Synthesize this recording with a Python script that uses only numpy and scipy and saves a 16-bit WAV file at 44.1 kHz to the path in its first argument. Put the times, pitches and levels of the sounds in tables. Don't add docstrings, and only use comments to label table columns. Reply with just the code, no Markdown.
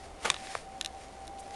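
import sys
import numpy as np
from scipy import signal
from scipy.fft import rfft, irfft, next_fast_len
from scipy.io import wavfile
from scipy.ndimage import map_coordinates

SR = 44100
rng = np.random.default_rng(int(sys.argv[2]) if len(sys.argv) > 2 else 0)


def log_audio(samples):
    frames = np.atleast_2d(samples).T
    limited = np.clip(frames, -1, 1)
    pcm = np.round(limited * 32767).astype(np.int16)
    wavfile.write(sys.argv[1], SR, pcm)


N = 68355


# pitch_hz, level_db, t60_s
BUCKLE_MODES = [(685, -31, 0.0092), (1100, -14.5, 0.015), (1600, -49, 0.011), (2413, -10.5, 0.0097),
                (2535, -18.5, 0.013), (3585, -8.5, 0.011), (3737, -11, 0.0097), (4630, -19, 0.013),
                (5840, -16.5, .010), (6100, -15, 0.01), (6720, -15.5, 0.011), (7750, -15, .011),
                (8300, -22.5, 0.012), (9400, -22, 0.011)]

def buckle():
    return hit(0.3009, BUCKLE_MODES, attack_s=0.00089, crack_db=-14, crack_t60_s=0.012)


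# pitch_hz, level_db, t60_s
PAWL_MODES = [(1800, -36, 0.028), (2560, -25, 0.005), (2860, -18.5, 0.007), (3570, -15.5, 0.0064),
              (3812, -24.5, 0.013), (4050, -41, 0.033), (5520, -20.5, 0.0058), (6350, -24, 0.0067),
              (7300, -28.5, 0.007), (8280, -30, 0.0055), (9840, -32, 0.004), (10360, -24.5, 0.0043),
              (10920, -27, .005)]
# start_s, level_db, treble_tilt
PAWL_CLICKS = [(.3428, -3, -5), (0.3646, -10.5, -15), (.4708, -14.5, -10), (.8114, 1.5, 0.5),
               (.8470, -5, 1), (0.86, -3, 3), (1.2700, -27, 7), (1.2781, -17.5, 5)]

def pawl():
    return sum(amp(db) * hit(s, PAWL_MODES, attack_s=0.00046, crack_db=-23.5, crack_t60_s=0.0085,
                             treble_tilt=tilt) for s, db, tilt in PAWL_CLICKS)


# pitch_hz, level_db, t60_s
DECK_MODES = [(468, -27.5, 0.015), (720, -20.5, 0.01), (935, -19.5, 0.0082), (1143, -18, 0.0089),
              (1520, -21.5, 0.0075), (1780, -24.5, 0.0093), (2270, -30.5, 0.012), (3600, -33, 0.0055),
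              (5000, -32, 0.0062)]

def deck():
    return amp(2) * hit(0.5511, DECK_MODES, attack_s=0.00026, crack_db=-32.5, crack_t60_s=0.014,
                        polarity=-1.005)


# frequency_hz, gain_db
CRACK_SPECTRUM = [(300, -11.5), (1000, 5), (3500, -2.5), (7000, -4.5), (11000, -7.5)]

def hit(start_s, modes, attack_s, crack_db, crack_t60_s, treble_tilt=0, polarity=1):
    t = np.arange(SR // 10) / SR
    ring = sum(polarity ** k * amp(db - 60 * t / t60) * np.sin(2 * np.pi * hz * t)
               for k, (hz, db, t60) in enumerate(modes))
    noise = unit(coloured(rng.standard_normal(len(t)), CRACK_SPECTRUM))
    crack = amp(crack_db - 60 * t / crack_t60_s) * noise
    blow = (ring + crack) * (1 - np.exp(-t / attack_s))
    blow = signal.sosfilt(signal.butter(2, 230, "highpass", fs=SR, output="sos"), blow)
    blow = coloured(blow, [(1800, -0.6 * treble_tilt), (3800, 0), (11000, 1.9 * treble_tilt)])
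    return np.pad(blow, (round(start_s * SR), N))[:N]


# time_s, level_db
STRAP_PULL = [(.222, -58), (.235, -44.5), (.243, -57), (.249, -30), (.254, -24.5), (.260, -24), (.271, -35),
              (.284, -36.5), (.299, -40), (.325, -45), (.38, -62.5)]
# frequency_hz, gain_db
SCRAPE_SPECTRUM = [(80, -12), (200, -9.5), (330, -4), (1000, -2), (1700, -2.5), (2600, -0.5), (4000, -5),
                   (4800, -10), (7500, -10.5), (10000, -14.5), (12000, -17)]
# pitch_hz, width_hz, gain_db
DECK_RINGS = [(400.6, 54, 2), (510, 27, 2.5), (557, 40, 1), (785, 81, 4), (1200, 134, -5), (1436, 31, 2.5),
              (2000, 110, -12), (2360, 37, -0.5), (2880, 28, -12), (3790, 90, -12)]

def strap(slips_per_s=4000):
    def deck_response(f):
        return sum((-1) ** k * amp(db) * 1j * f * width / (hz * hz - f * f + 1j * f * width)
                   for k, (hz, width, db) in enumerate(DECK_RINGS))

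    pull_db, = curves(STRAP_PULL)
    slips = unit((rng.random(N) < slips_per_s / SR) * rng.uniform(-1.25, 1, N))
    scrape = unit(coloured(slips, SCRAPE_SPECTRUM))
    ring = unit(filtered(slips, deck_response))
    return amp(pull_db) * unit(scrape + ring)


# centre_s, pitch_hz, level_db, half_length_s
SHOE_THUDS = [(.14, 36.2, -42.5, 0.02), (.315, 150, -48, 0.009), (.575, 113, -52, 0.027),
              (1.295, 322, -52, 0.017), (1.30, 36, -49.5, .04)]

def thuds():
    t = np.arange(N) / SR
    return sum(amp(db) * swell(s, half_s) * np.sin(2 * np.pi * hz * (t - s))
               for s, hz, db, half_s in SHOE_THUDS)


# time_s, level_db
SLEEVE_RUB = [(0, -59), (.05, -52.5), (.12, -65), (.18, -62.5), (.24, -45.5), (.38, -50.5), (.43, -48.5),
              (.52, -45), (.58, -48.5), (.68, -61.5), (.78, -59), (.92, -60.5), (1.03, -54.5), (1.12, -60),
              (1.24, -58), (1.33, -63.5), (1.41, -57), (1.50, -57.5), (1.55, -50)]
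# frequency_hz, gain_db
NYLON_SPECTRUM = [(300, -8), (1200, -2), (2000, 6), (3000, 0), (5000, -0.5), (7000, -3.5), (9500, -3),
                  (11000, -10)]
# centre_s, half_length_s, centre_hz, level_db
NYLON_SWISHES = [(1.003, 0.0041, 2750, -54), (1.388, 0.0065, 3540, -53.5), (1.401, 0.011, 8600, -50),
                 (1.545, .005, 3900, -53.5)]

def sleeves(half_width_octaves=0.56):
    rub_db, = curves(SLEEVE_RUB)
    rub = rng.standard_normal(N) + amp(-4.5) * grains(per_s=900, spread_db=4)
    rustle = amp(rub_db + 1.04 * wobble(59.04)) * unit(coloured(rub, NYLON_SPECTRUM))
    for s, half_s, hz, db in NYLON_SWISHES:
        band = filtered(rng.standard_normal(N),
                        lambda f: 1 / (1 + (np.log2((f + 1) / hz) / half_width_octaves) ** 2))
        rustle += amp(db) * swell(s, half_s) * unit(band)
    return rustle


# delay_s, gain_db
WALL_ECHOES = [(0.0134, -21), (0.0167, -27.5)]

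def yard(x, scatter_t60_s=0.037, scatter_db=-31):
    t = np.arange(SR // 5) / SR
    tail = rng.standard_normal(len(t)) * amp(-60 * t / scatter_t60_s)
    scatter = signal.fftconvolve(x, tail / np.linalg.norm(tail))[:N]
    echoes = filtered(x, lambda f: sum(amp(db) * np.exp(-2j * np.pi * f * s) for s, db in WALL_ECHOES))
    return x + echoes + amp(scatter_db) * scatter


# time_s, pitch_hz, level_db
MACHINE_WHINE = [(0, 769, -54.5), (.13, 781.6, -58), (.35, 776, -55.5), (.51, 772.8, -45.5),
                 (.585, 775, -70), (.63, 774, -53), (.76, 775, -46.5), (.82, 777, -58.5), (.87, 778, -47),
                 (.92, 771.7, -54), (.965, 777.4, -44.5), (1.02, 783, -55.5), (1.2, 776, -51.5),
                 (1.33, 789, -48), (1.425, 779, -49.5), (1.53, 796, -44.5)]

def machine():
    hz, db = curves(MACHINE_WHINE)
    return amp(db + 2.2 * wobble(29.94)) * tone(hz + 3.62 * wobble(35.9))


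# frequency_hz, gain_db
TOWN_SPECTRUM = [(20, 1), (35, 4), (50, 3), (70, 4.5), (100, -3.5), (170, -4), (300, -3), (500, -2),
                 (720, 3), (900, -5.5), (1300, -12.5), (2500, -25.5), (5000, -26), (10000, -28.5)]

def town(hum_hz=70.5, hum_db=-60.5, rumble_db=-49.5):
    hum = amp(hum_db + 4.4 * wobble(6.9)) * tone(hum_hz + 1.7 * wobble(8.7))
    rumble = amp(rumble_db) * unit(coloured(rng.standard_normal(N), TOWN_SPECTRUM))
    return hum + rumble


def amp(db):
    return 10 ** (np.asarray(db) / 20)


def unit(x):
    return x / np.sqrt(np.mean(x ** 2) + 1e-20)


def tone(hz):
    return np.sqrt(2) * np.sin(2 * np.pi * np.cumsum(hz) / SR)


def swell(centre_s, half_length_s):
    return np.exp(-((np.arange(N) / SR - centre_s) / half_length_s) ** 2)


def curves(rows):
    times, *columns = np.transpose(rows)
    return [np.interp(np.arange(N) / SR, times, column) for column in columns]


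def wobble(knots_per_s):
    knots = rng.standard_normal(int(N * knots_per_s / SR) + 4)
    return map_coordinates(knots, [np.arange(N) * knots_per_s / SR])


def grains(per_s, spread_db):
    slips = (rng.random(N) < per_s / SR) * rng.standard_normal(N)
    return unit(slips * amp(spread_db * rng.standard_normal(N)))


def filtered(x, response):
    size = next_fast_len(len(x) + SR // 10)
    return irfft(rfft(x, size) * response(np.fft.rfftfreq(size, 1 / SR)), size)[:len(x)]


def coloured(x, points):
    hz, db = np.transpose(points)
    size = 2 * next_fast_len(len(x))
    f = np.fft.rfftfreq(size, 1 / SR)
    gain = amp(np.interp(np.log(f + 1), np.log(hz + 1), db))
    cepstrum = irfft(np.log(gain))
    cepstrum[1:size // 2] *= 2
    cepstrum[size // 2 + 1:] = 0
    return irfft(rfft(x, size) * np.exp(rfft(cepstrum)))[:len(x)]


def scene():
    binding = buckle() + pawl() + deck() + strap()
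    return (yard(binding) + thuds() + sleeves() + machine() + town())[None]


# frequency_hz, gain_db
MIC_RESPONSE = [(20, -1), (7750, 0.5), (8000, -9.5), (8250, 1), (10500, 0), (11300, -7), (12000, -18.5),
                (12400, -31)]
TOP_HZ = 12365

def record(dry):
    return filtered(coloured(dry[0], MIC_RESPONSE), lambda f: f < TOP_HZ)[None]


dry = scene()
out = record(dry)
log_audio(out)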